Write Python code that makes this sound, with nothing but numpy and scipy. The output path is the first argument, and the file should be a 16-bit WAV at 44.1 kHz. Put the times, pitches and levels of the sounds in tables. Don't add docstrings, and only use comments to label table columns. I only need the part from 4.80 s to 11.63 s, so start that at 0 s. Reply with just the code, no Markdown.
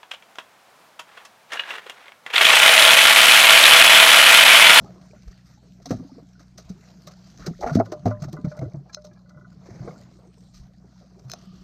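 import sys
import numpy as np
from scipy import signal
from scipy.fft import rfft, irfft, next_fast_len
from scipy.io import wavfile
from scipy.ndimage import uniform_filter1d, map_coordinates

SR = 44100
rng = np.random.default_rng(int(sys.argv[2]) if len(sys.argv) > 2 else 0)


def convert_level_to_amplitude(level_db):
    exponent = np.asarray(level_db, float) / 20
    return 10 ** exponent


def materialize(psi):
    bounded = np.clip(np.atleast_2d(psi).T, -1, 1)
    quanta = np.round(bounded * 32767).astype(np.int16)
    wavfile.write(sys.argv[1], SR, quanta)


N = 301203
SECONDS = np.arange(N) / SR
T = np.arange(SR // 2) / SR


def unit(x):
    return x / np.sqrt(np.mean(x ** 2) + 1e-20)


def noise():
    return rng.standard_normal(N)


def sine(hz):
    return np.sin(2 * np.pi * hz * T)


def curves(rows):
    s, *cols = np.transpose(rows)
    return [np.interp(SECONDS, s, c) for c in cols]


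def wobble(rate):
    return map_coordinates(rng.standard_normal(int(N * rate / SR) + 4), [np.arange(N) * rate / SR])


def coloured(x, spectrum):
    m = next_fast_len(N + 8192)
    f, v = np.transpose(spectrum)
    log_hz = np.log(np.fft.rfftfreq(m, 1 / SR) + 1)
    gain = convert_level_to_amplitude(np.interp(log_hz, np.log(f + 1), v, left=-120, right=-120))
    return unit(irfft(rfft(x, m) * gain, m)[:N])


def bands(modes):
    f = np.fft.rfftfreq(N, 1 / SR)
    gain = sum(convert_level_to_amplitude(db) / (1 + (2 * (f - hz) / width) ** 2) for hz, width, db in modes)
    return unit(irfft(rfft(noise()) * gain, N))


def grainy(per_s, spread_db, share, life):
    hits = (rng.random(N) < per_s / SR) * convert_level_to_amplitude(spread_db * np.minimum(rng.exponential(size=N), 3.2))
    swell = signal.lfilter([1], [1, -np.exp(-1 / (life * SR))], hits)
    share = np.clip(share, 0, 1)
    return noise() * (1 - share + share * unit(swell))


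def patchy(x, depth_db):
    z = signal.stft(x, nperseg=512)[2]
    field = uniform_filter1d(rng.standard_normal(z.shape), size=12, axis=0)
    field = uniform_filter1d(field, size=12, axis=1)
    return signal.istft(z * convert_level_to_amplitude(depth_db * unit(field)), nperseg=512)[1][:N]


def shape(t60, rise):
    e = convert_level_to_amplitude(-60 * T / max(t60, .004)) * (1 - np.exp(-T / max(rise, 1e-4))) ** 2
    return e / e.max()


def ring(modes, rise, luck):
    return sum(convert_level_to_amplitude(db) * shape(t60, rise) * np.sin(2 * np.pi * (hz * T + a))
               for (hz, db, t60), a in zip(modes, luck))


def add(track, s, sound):
    part = track[round(s * SR):][:len(sound)]
    part += sound[:len(part)]


# start in seconds, peak in dB, pitch in Hz, overtones in dB.
SLAPS = [(1.056, -34, 715, -5.5), (1.108, -18.5, 504, -23), (1.121, -32, 340, -23), (1.225, -42, 500, -39),
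         (1.381, -35, 464, -17.5), (1.785, -37.5, 630, -10), (1.904, -40.5, 418, -20),
         (2.273, -37.5, 600, 0), (2.666, -22.5, 362, -20), (2.989, -21, 321, -7.5), (3.12, -20, 611, -17),
         (3.257, -14, 720, -19), (3.271, -19, 670, -21), (3.43, -32, 658, -10), (3.53, -27.5, 323, -15),
         (3.646, -27, 314, -11), (3.791, -31.5, 642, -25), (3.814, -26, 650, -13), (3.943, -36.5, 650, -17),
         (5.046, -30.5, 355, -23), (5.075, -25.5, 482, -8.5)]
# start in seconds, peak in dB, pitch in Hz, overtones in dB.
FLICKS = [(2.812, -26, 740, -11), (2.824, -21, 760, -9.5), (2.831, -18, 720, -5.5), (2.841, -14, 753, -19),
          (2.853, -29, 700, -20.5), (2.862, -14.5, 740, -23), (2.873, -21, 700, -5),
          (2.886, -21.5, 740, -9.5), (2.893, -18, 640, -12), (2.902, -24.5, 620, -6.5),
          (6.535, -29.5, 693, -8)]
# start in seconds, peak in dB, pitch
# in Hz.
SOFT_SLAPS = [(0.044, -41.5, 820), (0.067, -41, 660), (0.094, -39.5, 620), (0.333, -37.5, 607),
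              (1.194, -43, 338), (2.294, -43, 663), (2.593, -38.5, 290), (4.059, -48, 740), (1.6, -44, 300),
              (4.585, -47, 320), (6.38, -50.5, 620), (5.62, -54, 460), (5.45, -50, 495), (1, -46, 680),
              (5.389, -46, 530), (6.042, -46, 392), (6.21, -48.5, 580)]
# start in seconds, peak in dB, pitch in Hz, overtones in dB, t60 in seconds.
HARDEST_SLAP = (3, -4.5, 672.5, -17, 0.0431)
# frequency in Hz, density in dB per Hz.
WASH_BODY = [(200, -41.5), (320, -1.5), (520, 0.5), (700, 2), (950, -14), (1300, -55)]
# frequency in Hz, density in dB per Hz.
WASH_SPRAY = [(800, -26.5), (1050, 17), (1400, 14), (2000, -44), (2600, -15), (3200, -62)]


def fish():
    slap_t60, slap_rise = 0.061, 0.00079
    flick_t60, flick_rise = 0.021, 0.0014
    soft_t60, soft_over_db = 0.062, -16.5
    hits = [(*row, slap_t60, slap_rise) for row in SLAPS]
    hits += [(*row, flick_t60, flick_rise) for row in FLICKS]
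    hits += [(*row, soft_over_db, soft_t60, slap_rise) for row in SOFT_SLAPS]
    hits += [(*HARDEST_SLAP, slap_rise)]
    out, wet = np.zeros(N), np.zeros((N, 2))
    for (s, db, hz, over_db, t60, rise), luck in zip(hits, rng.random((len(hits), 6))):
        over = sum(np.sin(2 * np.pi * (1000 + 1300 * a ** 1.57) * T + 40 * a) for a in luck)
        pocket = sine(hz) + convert_level_to_amplitude(over_db - 16.0) * over
        add(out, s, convert_level_to_amplitude(db - 4) * shape(t60, rise) * pocket)
        add(wet, s, shape(1.54 * t60, 0.0048)[:, None] * convert_level_to_amplitude([db - 15, db + over_db - 14.5]))
    drops = grainy(90, 1.1, 0.086, 0.014)
    return out + wet[:, 0] * coloured(drops, WASH_BODY) + wet[:, 1] * coloured(drops, WASH_SPRAY)


# start in seconds, peak in dB, panel pitch in Hz, t60 in seconds.
THUMPS = [(1.063, -38, 270, 0.29), (1.107, -15.5, 248, 0.058), (1.112, -27.5, 148, 0.11),
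          (1.148, -25, 201, 0.024), (1.198, -29.5, 263, 0.073), (1.246, -36.5, 278, 0.085),
          (1.318, -37, 261, 0.08), (1.368, -38, 267, 0.042), (1.424, -43, 283, 0.075),
          (1.9, -26.5, 184, 0.087), (2.678, -21.5, 167.7, 0.15), (2.71, -22, 194, 0.016),
          (2.861, -31, 248, 0.39), (2.916, -20, 148, 0.23), (2.984, -10.5, 248, 0.11),
          (3.12, -25.5, 347, 0.053), (3.256, -21.5, 110.5, 0.29), (3.285, -25, 108, 0.39),
          (3.419, -22.5, 149.6, 0.14), (3.448, -35.5, 312, 0.038), (3.469, -27.5, 125.5, 0.082),
          (3.533, -28, 153, 0.19), (3.587, -31, 258, 0.042), (3.644, -15.5, 168.6, 0.054),
          (3.671, -19, 149.4, 0.077), (3.79, -26, 146.4, 0.15), (3.819, -21, 131.8, 0.19),
          (3.828, -27, 295, 0.055), (3.857, -35.5, 315, 0.051), (3.86, -24.5, 110, 0.083),
          (3.941, -26, 150, 0.091), (3.945, -35.5, 323, 0.059), (3.968, -29, 138.7, 0.2),
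          (3.997, -50, 277, 0.068), (4.034, -62, 224, 0.064)]
# start in seconds, peak in dB, panel pitch in Hz.
SHIFTS = [(0.089, -48, 181), (2.266, -40.5, 163.4), (4.562, -40, 141), (4.906, -38.5, 108),
          (5.003, -29, 127.3), (5.049, -42, 170), (5.796, -41, 130), (6.451, -34, 131.2),
          (6.671, -43.5, 184)]
# start in seconds, ring in dB, impact in dB.
BLOWS = [
    (1.109, -27.5, -18.5),
    (2.958, -17, -7.5),
    (3.255, -22.5, -36),
]
# frequency in Hz, level in dB, t60 in seconds.
HULL_MODES = [(108, 0, 0.28), (190.2, 5.5, 0.11), (248, 5, 0.18)]


def hull():
    out = np.zeros(N)
    shift_t60 = 0.26
    for s, db, hz, t60 in THUMPS + [(*row, shift_t60) for row in SHIFTS]:
        add(out, s, convert_level_to_amplitude(db) * shape(t60, 0.0018) * sine(hz))
    for s, db, impact_db in BLOWS:
        shell = sum(convert_level_to_amplitude(db + level) * shape(t60, 0.0016) * sine(hz) for hz, level, t60 in HULL_MODES)
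        add(out, s, shell)
        dent = -convert_level_to_amplitude(impact_db + 3) * shape(0.032, 0.00064) * sine(270)
        add(out, s - .0026, dent)
    return out


# start in seconds, peak in dB, t60 in seconds, low band in dB.
SNAPS = [(1.058, -34, 0.064, -22), (1.0897, -41, 0.35, -6.5), (1.109, -32.5, 0.049, 1),
         (1.596, -46.5, 0.13, -4.5), (1.778, -37.5, 0.13, -14), (1.894, -42.5, 0.07, -15),
         (2.272, -35, 0.057, -13), (2.596, -52, 0.059, -6), (2.663, -28.5, 0.071, -7.5),
         (2.809, -34, 0.071, -21), (2.8294, -41, 0.09, 8), (2.865, -36, 0.097, 5), (2.8944, -42, 0.1, 0),
         (2.927, -38, 0.16, -8), (2.952, -29, 0.059, -4), (3.12, -33.5, 0.059, -4.5),
         (3.257, -35, 0.11, -3), (3.307, -50, 0.071, 6), (3.423, -37, 0.04, -9), (3.44, -36.5, 0.051, -2.5),
         (3.527, -37.5, 0.065, -17), (3.793, -40, 0.017, -14), (3.812, -53.5, 0.16, 2),
         (4.244, -42.5, 0.11, -45), (5.738, -46, 0.34, -15.5)]
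# start in seconds, peak in dB.
TICKS = [(0.4788, -49), (0.513, -49), (0.5915, -62), (1.021, -50), (2.316, -45.5), (2.9936, -41.5),
         (3.057, -43), (3.486, -46), (3.6476, -45), (3.771, -47.5), (4.0953, -54), (4.333, -54),
         (4.4939, -52), (6.392, -50), (6.4843, -53), (6.5901, -51), (6.6135, -51), (6.641, -55),
         (6.755, -55)]
# centre in seconds, level in dB, half-width in seconds, low band in dB.
SHEETS = [(0.7, -68, 0.038, -2), (2.05, -72, 0.079, 1.5), (2.49, -63.5, 0.034, -4),
          (2.636, -56, 0.023, 6.5), (3.411, -61, 0.0088, -8), (3.71, -62.5, 0.02, -9),
          (4.138, -56, 0.0078, -4), (6.2, -69, .08, -4.5)]
# frequency in Hz, density in dB per Hz.
CRACKLE_BRIGHT = [(1760, -13.5), (3000, -13), (3510, -8), (4010, 0.5), (4860, 0.5), (5450, 0), (6320, 1.5),
                  (6890, -12), (8060, -21.5), (9000, -41.5), (11700, -36), (19800, -120)]
# frequency in Hz, density in dB per Hz.
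CRACKLE_TOP = [(5290, -12), (9000, -5.5), (9770, -14.5), (11200, -20), (11800, -11.5), (12500, -4),
               (14000, -10.5), (15600, -17)]
# frequency in Hz, density in dB per Hz.
CRACKLE_LOW = [(900, -15), (1200, 7.5), (2000, -6.5), (2900, -21.5), (3300, -27)]


def snaps():
    tick_t60, tick_low_db, top_db = 0.049, -9.5, -23.5
    levels = np.zeros((N, 3))
    for s, db, t60, low_db in SNAPS + [(*row, tick_t60, tick_low_db) for row in TICKS]:
        band_db = [db - 10.5, db + top_db - 4.0, db + low_db - 5.0]
        add(levels, s - .004, shape(t60, 0.0039)[:, None] * convert_level_to_amplitude(band_db))
    for s, db, width, low_db in SHEETS:
        swell = np.exp(-((SECONDS - s) / width) ** 2 / 2)
        levels += swell[:, None] * convert_level_to_amplitude([db, db + top_db + 2, db + low_db])
    crackle = grainy(360, 0.75, 0.41, 0.0012)
    spectra = (CRACKLE_BRIGHT, CRACKLE_TOP, CRACKLE_LOW)
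    return sum(level * coloured(crackle, band) for level, band in zip(levels.T, spectra))


# start in seconds, peak in dB.
SPIKES = [(1.059, -49), (1.1079, -39), (1.7816, -43), (1.898, -54), (2.2727, -40), (2.663, -42),
          (2.8639, -51), (2.9527, -36), (3.1226, -57), (3.2568, -47.5), (3.4246, -43.5), (3.4394, -49.5),
          (3.5293, -40.5), (3.5663, -59), (3.6491, -57), (3.7683, -52.5), (3.7903, -57.5), (3.8127, -62)]
# frequency in Hz, density in dB per Hz.
SPIKE_COLOUR = [(1500, -9), (3000, -3.5), (4200, 1), (6500, -1.5), (8500, -6), (11000, -22), (12600, -8.5),
                (15600, -19.5)]


def spikes():
    level = np.zeros(N)
    for s, db in SPIKES:
        add(level, s, convert_level_to_amplitude(db - 3.0) * shape(.008, .001))
    return level * coloured(noise(), SPIKE_COLOUR)


# start in seconds, peak in dB, upper modes in dB, favoured pitch in Hz.
BOUNCES = [(3.058, -59.5, 8.5, 1250), (3.121, -37, -8, 1200), (3.31, -34, -3.5, 1110),
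           (3.566, -50.5, 9, 1140), (3.65, -44, -9, 1400), (3.716, -42.5, -9, 1410), (3.773, -46, -8, 1420),
           (3.848, -54, -2, 1360), (4.17, -46.5, -7.5, 1410), (4.246, -48, -12, 1250),
           (4.458, -70.5, 4, 1400), (4.502, -64.5, 6.5, 1470), (4.544, -62.5, 1, 1460),
           (4.572, -64, 9, 1310), (4.609, -74, 16, 1430), (4.645, -81, 27.5, 1430),
           (4.717, -85.5, 22, 1400)]
# frequency in Hz, level in dB, t60 in seconds.
GUIDE_MODES = [(1020, 0, 0.22), (1093, -3, 0.066), (1202, -1, 0.14), (1332, 5, 0.057), (1447, 6.5, 0.054),
               (1997, 2.5, 0.069)]
# start in seconds, peak in dB.
TAPS = [(3.646, -57), (3.714, -51), (3.772, -58), (4.095, -49), (4.312, -59.5), (4.326, -67), (4.36, -63),
        (4.372, -61.5)]
# frequency in Hz, level in dB, t60 in seconds.
TIP_MODES = [(830, -7, .06), (1040, -14, 0.26), (1328, -6, 0.074), (1660, -0.5, 0.045), (2354, -8, 0.032)]


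def rod():
    blank_hz, blank_t60 = 601, 0.21
    favour_db = 19.5
    out = np.zeros(N)
    note = shape(blank_t60, 0.00022) * sine(blank_hz)
    lucks = rng.standard_normal((len(BOUNCES), len(GUIDE_MODES)))
    for (s, db, upper_db, near_hz), luck in zip(BOUNCES, lucks):
        guides = 0
        for (hz, level, t60), a in zip(GUIDE_MODES, luck):
            mode_db = level + 2 * a - favour_db * abs(np.log2(hz / near_hz))
            tone = np.sin(2 * np.pi * hz * (1 + 0.0047 * a) * T + 9 * a)
            guides = guides + convert_level_to_amplitude(mode_db) * shape(t60, 0.0025) * tone
        add(out, s, convert_level_to_amplitude(db + 8.5) * note + convert_level_to_amplitude(db + upper_db - 2.5) * guides)
    for (s, db), luck in zip(TAPS, rng.random((len(TAPS), len(TIP_MODES)))):
        add(out, s, convert_level_to_amplitude(db) * ring(TIP_MODES, 0.0016, luck))
    return out


# time in seconds, level in dB.
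SWISH = [
    (4.74, -84),
    (4.87, -53.5),
    (4.95, -51.5),
    (5.1, -56),
    (5.25, -66),
    (5.4, -90),
]
# frequency in Hz, density in dB per Hz.
SLEEVE = [(250, 3.5), (500, 2.5), (1500, -10.5), (2300, -12), (3000, -35), (4300, -17.5), (6300, -14),
          (8000, -35), (13000, -44), (15500, -40)]
# time in seconds, pitch in Hz, level in dB.
WHIP = [(4.98, 4200, -90), (5.015, 4700, -64), (5.04, 6400, -65), (5.055, 8000, -69), (5.075, 9000, -78),
        (5.14, 12300, -83), (5.18, 13500, -100)]
# time in seconds, level in dB.
WHIRR = [(5.25, -100), (5.35, -84), (5.55, -82), (5.62, -82), (5.8, -78), (5.84, -100)]
# frequency in Hz, density in dB per Hz.
SPOOL = [(6500, -45), (7200, -19), (8200, -5.5), (8900, -12), (9400, -21)]


def cast():
    hz, whistle_db = curves(WHIP)
    flutter, breaks_db = .055 * wobble(1500), 3 * wobble(200)
    whistle_phase = 2 * np.pi * np.cumsum(hz * (1 + flutter)) / SR
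    whistle = convert_level_to_amplitude(whistle_db + breaks_db) * np.sin(whistle_phase)
    air = patchy(grainy(90, 2.59, 0.37, 0.0098), 0.57)
    swish = convert_level_to_amplitude(curves(SWISH)[0]) * coloured(air, SLEEVE)
    spool = convert_level_to_amplitude(curves(WHIRR)[0] + breaks_db) * coloured(noise(), SPOOL)
    return swish + whistle + spool


# start in seconds, peak in dB, top band in dB, body in dB.
CLICKS = [(4.146, -19, -30.5, -19), (4.221, -48.5, -28, -18), (4.268, -45, -23, -32),
          (6.4976, -37.5, -7.5, -3), (6.516, -22, -20.5, -19), (6.535, -24.5, -17.5, -10.5)]
# frequency in Hz, level in dB, t60 in seconds.
CATCH_MODES = [(4145, 2.5, 0.0052), (5280, 3.5, 0.0073), (6200, 4, 0.005), (7040, -12, 0.006)]
# frequency in Hz, level in dB, t60 in seconds.
CASE_MODES = [(1330, 11, 0.012), (2510, 5, 0.019), (3250, 6.5, 0.004)]
# time in seconds, level in dB.
WIND_IN = [
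    (6.53, -100),
    (6.56, -63.5),
    (6.83, -66),
]
# frequency in Hz, width in Hz, level in dB.
GEARS = [(1220, 180, 11), (3120, 1000, 2), (4500, 770, 1.5), (5600, 500, -12), (8950, 50, -6.5)]
# frequency in Hz, density in dB per Hz.
FIZZ = [(1290, 0.5), (2200, -4.5), (2880, -7), (3690, -5), (4200, 0), (6170, -2.5), (8360, -16),
        (9680, -22), (11200, -29.5), (12600, -17.5), (15600, -30)]


def reel():
    out, scrape, spark = np.zeros(N), np.zeros(N), np.zeros(N)
    for (s, db, top_db, body_db), luck in zip(CLICKS, rng.random((len(CLICKS), 4))):
        add(out, s, convert_level_to_amplitude(db - 12.5) * ring(CATCH_MODES, .0022, luck))
        add(out, s, convert_level_to_amplitude(db + body_db - 10.5) * ring(CASE_MODES, 0.00013, luck))
        add(scrape, s - .02, convert_level_to_amplitude(db - 27) * shape(0.062, 0.048))
        add(spark, s, convert_level_to_amplitude(db + top_db - 5.5) * shape(.007, .0012))
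    steel = bands([(hz, 300, db) for hz, db, t60 in CATCH_MODES])
    sparkle = coloured(noise(), CRACKLE_TOP) + convert_level_to_amplitude(12.0) * coloured(noise(), FIZZ)
    gears = convert_level_to_amplitude(curves(WIND_IN)[0]) * bands(GEARS)
    return out + scrape * steel + spark * sparkle + gears


# start in seconds, peak in dB, pitch in Hz, t60 in seconds.
PLIPS = [(0.015, -59, 1370, .05), (0.06, -46.5, 1210, 0.045), (0.079, -52, 1250, 0.031),
         (0.172, -63, 480, .05), (0.18, -56, 1040, 0.065), (0.31, -53, 2360, .012),
         (0.348, -64, 2000, 0.027), (0.361, -57, 1400, 0.048), (0.527, -55.5, 1840, 0.023),
         (0.591, -58, 1840, 0.014), (0.774, -57, 810, 0.09), (1.196, -54, 1140, 0.044),
         (1.315, -58, 1200, 0.039), (1.553, -55.5, 1430, 0.075), (2.867, -36.5, 1354, 0.069),
         (2.895, -31, 1380, 0.071), (2.912, -29, 656, 0.075), (2.932, -35, 695, 0.032),
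         (2.937, -42, 1400, .03), (2.969, -21, 639, 0.1), (2.988, -37, 1420, .03),
         (3.002, -35.5, 685, 0.083), (3.076, -48, 613, .05), (3.269, -43.5, 1330, 0.035),
         (3.284, -53, 690, 0.036), (3.437, -49, 1830, 0.024), (3.474, -55, 1290, 0.093),
         (3.483, -45, 750, 0.045), (3.79, -44, 2080, 0.019), (3.829, -30.5, 502, .06),
         (3.855, -43, 614, 0.052), (3.885, -49, 650, 0.043), (4.888, -34.5, 350, 0.025),
         (4.905, -45, 665, .06), (4.995, -53, 1460, .04), (5.079, -49, 1510, 0.053),
         (5.079, -52, 2000, 0.037), (5.108, -48, 1180, 0.046), (5.108, -51, 2120, .04),
         (5.11, -43, 495, .05), (5.13, -45.5, 536, 0.035), (5.159, -51, 1380, .05), (5.2, -51, 568, 0.11),
         (5.218, -61, 1960, 0.032)]
# start in seconds, peak in dB, pitch in Hz, t60 in seconds.
SQUEAKS = [(5.578, -68, 8100, .08), (5.622, -64, 5500, .02), (5.68, -69, 7200, .09),
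           (5.755, -68, 6400, .04), (5.785, -67, 4450, .08)]


def plips():
    rise, glide = 0.00085, 1.5
    out = np.zeros(N)
    for s, db, hz, t60 in PLIPS:
        add(out, s, convert_level_to_amplitude(db) * shape(t60, rise) * np.sin(2 * np.pi * hz * T * (1 + glide * T)))
    waver = np.cumsum(1 + .04 * wobble(400)[:len(T)]) / SR
    for s, db, hz, t60 in SQUEAKS:
        add(out, s, convert_level_to_amplitude(db) * shape(t60, .006) * np.sin(2 * np.pi * hz * waver))
    return out


# time in seconds, level in dB.
GURGLE = [(0, -59), (0.5, -67.5), (1.05, -72), (1.2, -55), (1.5, -68.5), (2.55, -65.5), (2.85, -46),
          (3.05, -49.5), (3.2, -62), (3.4, -50), (3.85, -53), (4.1, -67), (6.83, -66.5)]


def gurgle():
    middle_hz, spread, ring_cycles, per_s = 802, 0.553, 8.5, 70
    out, t = np.zeros(N), T[:SR // 20]
    for at, a, b in rng.random((round(per_s * N / SR), 3)):
        hz = middle_hz * np.exp(spread * 3.42 * (a - .5))
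        cycles = hz * t / ring_cycles
        level = convert_level_to_amplitude(-14 * b) * middle_hz / hz
        tone = np.sin(2 * np.pi * hz * t * (1 + .12 * cycles))
        add(out, at * N / SR, level * cycles * np.exp(-4 * cycles) * tone)
    return convert_level_to_amplitude(curves(GURGLE)[0]) * unit(out)


# multiple of the shaft rate, level in dB.
HUM = [(1, -60.5), (2, -59), (3, -55), (4, -73.5)]


def motor():
    shaft_hz = 61.3
    turn = 2 * np.pi * np.cumsum(shaft_hz * (1 + 0.0032 * wobble(0.95))) / SR
    out = np.zeros(N)
    for k, db in HUM:
        level = convert_level_to_amplitude(db + 2.5 + 0.57 * wobble(26))
        out += level * np.sin(k * turn + 0.28 * wobble(2.9) + k)
    return out


# time in seconds, agitation in dB, foam over it in dB.
LAP = [(0.0, -56.5, -4.5), (0.49, -69.5, 3.5), (1.0, -71, 4.5), (1.23, -64, -2.5), (1.56, -70.5, 1.5),
       (2.22, -63.5, 1), (2.7, -63.5, 0.5), (2.9, -70, 10.5), (3.25, -57, -12), (3.9, -60.5, -8.5),
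       (4.2, -68.5, -8), (4.87, -69, -3.5), (5.04, -51, -12.5), (5.36, -68.5, -0.5), (6.3, -70.5, -2),
       (6.6, -62, -6.5), (6.83, -71, 5.5)]
# peak time in seconds, buffet in dB, rumble in dB, fade in dB per second.
LURCHES = [(0.0, -54, -40, 80), (0.49, -35, -119, 248), (1.16, -39, -31.5, 174), (1.9, -39.5, -53, 209),
           (2.63, -44, -42, 129), (2.85, -39.5, -53, 88), (2.97, -59, -26.5, 231), (3.45, -47.5, -36, 52),
           (5.04, -48, -35, 81), (5.82, -43, -74, 117), (6.83, -57, -50, 30)]
# frequency in Hz, density in dB per Hz.
BUFFET = [(12, -52.5), (24, -27), (40, -8), (70, -10.5), (120, -52)]
# frequency in Hz, density in dB per Hz.
RUMBLE = [(35, -36.5), (60, -13), (178, 5.5), (263, -11), (318, -12), (400, -24.5), (520, -40), (880, -120)]
# frequency in Hz, density in dB per Hz.
SLOSH = [(150, -39.5), (250, -8.5), (426, -11.5), (479, -5), (533, -7.5), (674, 0.5), (871, -11.5),
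         (1190, -9.5), (3200, -46.5), (4160, -68), (7040, -120)]


def water():
    calm_buffet_db, calm_rumble_db = -69.5, -51.5
    buffet_fades = 2.5
    slosh_db, foam_db = curves(LAP)
    shake, roll = convert_level_to_amplitude(calm_buffet_db), convert_level_to_amplitude(calm_rumble_db)
    for s, buffet_db, rumble_db, fade in LURCHES:
        away_db = np.abs(SECONDS - s) * fade
        shake = shake + convert_level_to_amplitude(buffet_db - buffet_fades * away_db)
        roll = roll + convert_level_to_amplitude(rumble_db - away_db)
    lumps, swell = 2.5 * wobble(14), 1.5 * wobble(20)
    buffet = shake * convert_level_to_amplitude(0.72 * wobble(5.1)) * coloured(noise(), BUFFET)
    rumble = roll * convert_level_to_amplitude(lumps - 5.5) * coloured(noise(), RUMBLE)
    slosh_grains = patchy(grainy(80, 2, .45, .01), 2)
    slosh = convert_level_to_amplitude(slosh_db + swell) * coloured(slosh_grains, SLOSH)
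    fizz_grains = patchy(grainy(60, 4.5, .27, .0015), 2.8)
    fizz = convert_level_to_amplitude(slosh_db + foam_db + swell) * coloured(fizz_grains, FIZZ)
    return buffet + rumble + slosh + fizz


def scene():
    struggle = fish() + hull() + snaps() + spikes()
    tackle = rod() + cast() + reel()
    background = plips() + gurgle() + motor() + water()
    return (struggle + tackle + background)[None]


def top_cut(x):
    return signal.sosfilt(signal.butter(12, 15720, fs=SR, output="sos"), x)


def record(dry):
    return top_cut(dry)


dry = scene()
out = record(dry)
materialize(out)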